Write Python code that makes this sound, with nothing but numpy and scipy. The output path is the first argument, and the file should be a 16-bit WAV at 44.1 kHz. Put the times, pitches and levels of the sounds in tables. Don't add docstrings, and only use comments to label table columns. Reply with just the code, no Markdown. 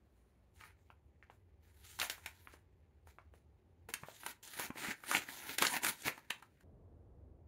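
import sys
import numpy as np
from scipy import signal
from scipy.fft import rfft, irfft, next_fast_len
from scipy.io import wavfile
from scipy.ndimage import uniform_filter1d

SR = 44100
rng = np.random.default_rng(int(sys.argv[2]) if len(sys.argv) > 2 else 0)


def rack_gain(trim_db):
    fader = np.asarray(trim_db, float)
    return 10 ** (fader / 20)


def output_pcm(signal):
    pcm = np.clip(np.atleast_2d(signal).T, -1, 1) * 32767
    wavfile.write(sys.argv[1], SR, np.round(pcm).astype(np.int16))


N = 329443
T = np.arange(N) / SR

SHOT_STARTS = [
    0,
    .52,
    3.887,
    6.637,
]


def level(x, db):
    return x * rack_gain(db) / np.sqrt(np.mean(x ** 2))


def ring(x, hz, width):
    return signal.lfilter(*signal.iirpeak(min(hz, 0.45 * SR), hz / width, SR), x)


def colour(x, shape):
    hz, db = np.transpose(shape)
    size = next_fast_len(len(x), real=True)
    log_hz = np.log(np.fft.rfftfreq(size, 1 / SR) + 1)
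    gain = rack_gain(np.interp(log_hz, np.log(hz), db, left=-70, right=-70))
    return irfft(rfft(x, size) * gain, size)[:len(x)]


def walk(rate):
    hold = int(SR / rate)
    steps = np.repeat(rng.standard_normal(N // hold + 1), hold)
    return uniform_filter1d(uniform_filter1d(steps, hold), hold)[:N]


def fibres(per_s, spread_db, smooth):
    snaps = rng.random(N) < per_s / SR
    loudness = rack_gain(spread_db * np.minimum(rng.exponential(size=N), 3))
    sign = np.sign(rng.standard_normal(N))
    return level(snaps * loudness * sign, 0) + smooth * rng.standard_normal(N)


def strokes(rows, fade_s):
    wall_linger = 1.1
    foil, wall = np.zeros(N), np.zeros(N)
    for s, swell_s, hold_s, db, wall_db in rows:
        begin = max(int((s - 4 * swell_s) * SR), 0)
        near = slice(begin, int((s + hold_s + 4 * fade_s) * SR))
        early = np.maximum(s - T[near], 0) / swell_s
        late = np.maximum(T[near] - s - hold_s, 0) / fade_s
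        foil[near] += rack_gain(db - 20 * (early + late)) ** 2
        wall[near] += rack_gain(db + wall_db - 20 * (early + late / wall_linger)) ** 2
    return foil, wall


def hands():
    # full at in seconds, swell in seconds per 20 dB, hold in seconds,
    # foil level in dB, paper wall over foil in dB.
    slides = [(.15, .25, .15, -89, 0.1), (.553, .025, .06, -74, -4), (.622, .06, .03, -70, 13),
              (.80, .1, .11, -88, 0.1), (.905, .006, .006, -88, 14), (1.229, .005, .015, -95, 23),
              (1.303, .008, .03, -80, 6), (1.635, .03, .13, -79, 3), (1.80, .08, .04, -72, 1.5),
              (1.85, .035, .135, -62.5, -3), (2.014, .022, .015, -43, 0.1), (2.105, .012, .02, -51, -2.5),
              (2.235, .05, .02, -72, 4), (2.263, .0045, .003, -58, 6.5), (2.352, .043, .09, -73, 1.5),
              (2.48, .02, .02, -74, 5), (2.527, .05, .01, -69, 8), (3.085, .028, 0, -69, 1.5),
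              (3.19, .006, .006, -95, 23), (3.355, .04, 0, -76, 1.5)]
    jerks = [(3.8885, .002, .006, -58, 11), (3.945, .03, .01, -66, 12), (4.0, .05, .04, -72, 7),
             (4.07, .04, .14, -64, -5), (4.274, .08, .035, -54, 2.5), (4.432, .006, .09, -58, -4),
             (4.55, .05, .03, -54, .1), (4.595, .04, .06, -47, 3), (4.783, .04, .06, -53, 4),
             (4.855, .09, .058, -50, 9), (4.96, .05, .04, -74, 4), (5.04, .03, .04, -62, 3)]
    pulls = [(5.092, .035, .08, -47, 2.5), (5.158, .1, .025, -45, 6), (5.2, .05, .04, -57, 4),
             (5.292, .06, .17, -54, 2.5), (5.498, .1, .05, -50, 3), (5.589, .006, .03, -49, 2.5),
             (5.625, .04, .052, -41, 2.5), (5.70, .05, .03, -48, 1.5), (5.735, .05, .036, -46, 7),
             (5.834, .016, .062, -40, 4), (5.92, .05, .12, -61, 0.1), (6.062, .025, .026, -43, 6.5),
             (6.13, .05, .062, -69, 6), (6.21, .05, .08, -83, 10.5), (6.309, .005, .03, -66, -1.5),
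             (6.35, .03, .05, -79, 9), (6.431, .03, .035, -81, 11), (6.5, .05, .09, -93, 12),
             (6.608, .02, .029, -83, 6)]
    # frequency in Hz, level in dB per Hz.
    foil_hiss = [(1500, -29), (3000, -1.5), (4500, -12), (6500, 1.5), (10000, 4), (13000, -0.5),
                 (17000, -5.5)]
    # frequency in Hz, width in Hz, level in dB.
    wall_modes = [(960.3, 220, 11), (1450, 630, 6.5), (1774.7, 600, 8.5), (2150, 630, 3.5),
                  (2650, 560, -18.5), (3900, 1300, -8)]
    # frequency in Hz, width in Hz, level in dB.
    pocket_modes = [(151, 180, -5), (273.2, 140, -3.5), (303, 240, -2), (528, 120, -5.5)]
    patchy_db, rasp_db = 3.0, -1.3
    crinkle_hz, crinkle_db = 2980, -4.5
    rest_foil_db, rest_wall_db, rest_pocket_db = -99, -88, -80.5
    pocket_db = np.array([-19, -10, -9])

    moves = np.array([strokes(slides, 0.075), strokes(jerks, 0.036), strokes(pulls, 0.03)])
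    foil_power, wall_power = moves[:, 0], moves[:, 1]
    foil_gain = np.sqrt(foil_power.sum(axis=0) + rack_gain(rest_foil_db) ** 2)
    wall_gain = np.sqrt(wall_power.sum(axis=0) + rack_gain(rest_wall_db) ** 2)
    pocket_gain = np.sqrt(rack_gain(pocket_db) ** 2 @ wall_power + rack_gain(rest_pocket_db) ** 2)
    jerkiness = rack_gain(2.0 * walk(110))

    rip = colour(fibres(per_s=4200, spread_db=0.0, smooth=1.0), foil_hiss)
    patches = []
    for hz in 4000 * 1.1556 ** np.arange(10):
        patch = ring(ring(rip, hz, 0.3 * hz), hz, 0.5 * hz)
        patches.append(rack_gain(patchy_db * walk(22)) * patch)
    rasp, hiss = level(sum(patches[:5]), -0.29), level(sum(patches[5:]), -0.3)

    creak = fibres(per_s=1500, spread_db=3.5, smooth=0.33)
    wall = sum(rack_gain(db + 3.9 * walk(30)) * ring(ring(creak, hz, w), hz, 3 * w) for hz, w, db in wall_modes)
    pocket = sum(rack_gain(db + 1.3 * walk(46)) * ring(ring(creak, hz, w), hz, 3 * w)
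                 for hz, w, db in pocket_modes)
    wrinkles = ring(ring(creak, crinkle_hz, 1.5 * crinkle_hz), crinkle_hz, crinkle_hz)
    crinkles = level(rack_gain(patchy_db * walk(18)) * wrinkles, crinkle_db)

    foil = rasp * rack_gain(rasp_db) + hiss + crinkles
    bag = foil * foil_gain + level(wall, -2.3) * wall_gain + level(pocket, -1.5) * pocket_gain
    return (T < SHOT_STARTS[-1]) * jerkiness * bag


def pops():
    # snap in seconds, peak in dB, wall pitch in Hz, foil crack in dB.
    turn_pops = [(0.609, -42.5, 1560, -17), (0.636, -41.5, 1530, -34), (0.901, -46, 1190, -53),
                 (1.225, -46, 1630, -64), (1.298, -44, 760, -32), (1.988, -36, 1550, -3),
                 (1.997, -25, 3960, -0.5), (2.006, -35.5, 1540, -16.5), (2.014, -23.5, 2570, -16.5),
                 (2.027, -32.5, 1168, -17), (2.097, -25, 3070, -4), (2.178, -48.5, 970, -22),
                 (2.259, -31.5, 2000, -6.5), (2.471, -40, 1220, -50), (2.537, -48, 604.7, -48),
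                 (3.071, -47.5, 823, -10), (3.184, -41.5, 1010, -58), (3.337, -51, 595.2, -19)]
    notch_pops = [(3.888, -38.5, 847.8, -36), (3.937, -28, 2040, 1), (4.033, -37.5, 905, -48),
                  (4.083, -38.5, 630, -41), (4.232, -40.5, 1530, -16), (4.262, -30, 890, -1),
                  (4.427, -48.5, 6700, -9), (4.45, -44, 7000, -12), (4.474, -43.5, 6355, -16),
                  (4.535, -44.5, 1983, -1), (4.595, -31.5, 840, -4), (4.621, -38, 2128, -5),
                  (4.703, -35.5, 980, -20), (4.757, -45, 596.8, -23), (4.772, -39.5, 1800, -29),
                  (4.846, -36, 1610, -8), (4.866, -34, 2150, -11), (4.885, -41, 2300, -19.5),
                  (4.897, -51, 1785, -11), (5.003, -57, 1621, 1.5)]
    strip_pops = [(5.036, -40, 1220, -18.5), (5.113, -20, 1400, -8), (5.148, -14.5, 1800, -30.5),
                  (5.167, -19, 2750, -27.5), (5.287, -35, 1830, -20.5), (5.343, -45.5, 1600, -8),
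                  (5.422, -44, 2016, -6.5), (5.493, -33, 2040, -16.5), (5.584, -25.5, 2080, 1.5),
                  (5.622, -17.5, 1630, -2.5), (5.649, -18, 1690, -11), (5.667, -18.5, 4150, -17),
                  (5.833, -30, 1790, -23), (5.846, -23, 1760, -1), (5.865, -25, 1900, -4),
                  (6.02, -42, 6679, -7.5), (6.08, -22, 1900, -11), (6.177, -42, 930, -14),
                  (6.304, -23.5, 2050, -8.5), (6.424, -44, 1100, -10), (6.608, -57, 1361, -8)]
    settle = 0.08
    out = np.zeros(N + 2048)
    t = (np.arange(1024) - 256) / SR - 0.0015
    for s, db, hz, crack_db in turn_pops + notch_pops + strip_pops:
        grain = rng.standard_normal(1024)
        snap_ms = 1.77 + 0.03 * (crack_db + 20.5)
        puff_db = -18.5 - 0.0851 * (db + 35) - 0.0749 * (crack_db + 20)
        build = 0.0007 if s > 4.5 else 0.00015
        strain = grain * np.exp(-np.abs(t) / np.where(t < 0, build * snap_ms, 0.0012 * snap_ms))
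        push = strain + 1.06 * np.exp(-(t / 0.00006) ** 2)
        settling = (t > 0) * np.exp(-t / 0.02) * np.clip((0.0155 - t) / 0.0021, 0, 1)
        push = push + settle * grain * settling

        wall = ring(push, hz, 0.54 * hz) + 0.19 * ring(push, 1600, 2300)
        top_hz = min(max(1.92 * hz, 2600), 0.4 * SR)
        wall = signal.sosfilt(signal.butter(4, top_hz, fs=SR, output="sos"), wall)
        crack = ring(grain[::-1] * np.abs(push), 5300, 7300)
        puff = ring(ring(push, 450, 900), 450, 1200)

        pop = wall / np.abs(wall).max()
        pop = pop + rack_gain(crack_db + 2.0) * crack / np.abs(crack).max()
        pop = pop + rack_gain(puff_db) * puff / np.abs(puff).max()
        i = int(s * SR) - 256
        out[i:i + 1024] += rack_gain(db) * pop
    return out[:N]


def bumps():
    # start in seconds, peak in dB, pitch in Hz, t60 in seconds.
    thuds = [(3.887, -49, 460, 0.11), (4.031, -44.5, 146, 0.062), (4.083, -80, 510, 0.04),
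             (4.703, -33, 257, 0.029), (4.757, -53, 306, 0.055), (4.885, -36, 223, 0.037),
             (5.616, -35.5, 260, 0.14), (6.055, -44, 137.3, 0.14), (6.176, -53, 273.5, 0.0466)]
    out, t = np.zeros(N), np.arange(4096) / SR
    for s, db, hz, t60 in thuds:
        thud = np.sin(2 * np.pi * hz * t) * 1000 ** (-t / t60)
        out[int(s * SR):][:4096] += rack_gain(db) * thud
    return out


def kitchen(dry):
    # frequency in Hz, t60 in seconds, share in dB.
    echo_bands = [(476, 0.29, -22), (1300, 0.16, -16), (3800, 0.22, -16), (9000, 0.081, -17)]
    hop, t = 2048, np.arange(SR // 3) / SR
    onset = np.clip((t - 0.003) / 0.0019, 0, 1)
    tails = 0
    for hz, t60, db in echo_bands:
        band = ring(rng.standard_normal((12, len(t))), hz, 1.4 * hz)
        tails = tails + level(onset * band * 1000 ** (-t / t60), db)
    tails = tails / np.sqrt(len(t))
    out = np.zeros(N)
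    ends = [int(s * SR) for s in SHOT_STARTS[2:]] + [N]
    for k, i in enumerate(range(0, N, hop)):
        stop = min(end for end in ends if end > i)
        tail = tails[k % len(tails)][:SR // 4]
        echo = signal.fftconvolve(dry[i:i + hop], tail)[:stop - i]
        out[i:i + len(echo)] += echo
    return out


def room_tone():
    # frequency in Hz, level in dB per Hz.
    rest_tone = [(15, -44), (25, -11), (61, 2), (161, -15.5), (200, -12.5), (301, -21), (384, -19),
                 (16000, -57)]
    turn_tone = [(15, -49.5), (25, -27), (50, -4.5), (80, 1.5), (117, -12.5), (256, -22), (285, -26),
                 (373, -18.5), (714, -35.5), (775, -26.5), (1070, -36.5), (2160, -43), (16000, -68)]
    tear_tone = [(15, -35.5), (25, 10), (117, 5.5), (263, -5), (394, -5), (1100, -23.5), (2410, -23),
                 (5000, -33.5), (16000, -34.5)]
    last_tone = [(15, -55), (25, -14), (44, -1), (84, 0), (180, -15), (293, -18), (373, -15.5),
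                 (439, -18.5), (677, -24), (1290, -39.5), (1400, -41.5), (3080, -54), (16000, -68)]
    tone_db = [
        -68.5,
        -65,
        -71.5,
        -59,
    ]
    splice_s = 0.006
    shot = np.searchsorted(SHOT_STARTS, T, side="right") - 1
    shapes = (rest_tone, turn_tone, tear_tone, last_tone)
    tones = [level(colour(rng.standard_normal(N), shape), 0) for shape in shapes]
    in_shot = 1.0 * (shot == np.arange(len(tones))[:, None])
    gates = uniform_filter1d(in_shot, int(splice_s * SR))
    rumble = np.sum(gates * rack_gain(np.array(tone_db))[:, None] * tones, axis=0)
    return rumble * rack_gain(1.2 * walk(2.3))


def scene():
    rustle, creases = hands(), pops()
    echo = kitchen(creases + rack_gain(-4) * rustle)
    return np.tile(creases + rustle + echo + bumps() + room_tone(), (2, 1))


def low_pass(x):
    return signal.sosfilt(signal.butter(12, 16970, fs=SR, output="sos"), x)


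def record(dry):
    # frequency in Hz, gain in dB.
    mic_response = [(20, -30.5), (45, -4), (70, 0), (4000, -0.5), (5200, -3), (6500, 0), (7400, 1),
                    (8000, -4), (8700, 2.5), (13300, 2), (15700, 3), (15900, -35.5), (16900, -39.5),
                    (17100, -72.5)]
    mix = np.array([colour(side, mic_response) for side in dry])
    return low_pass(mix)


dry = scene()
out = record(dry)
output_pcm(out)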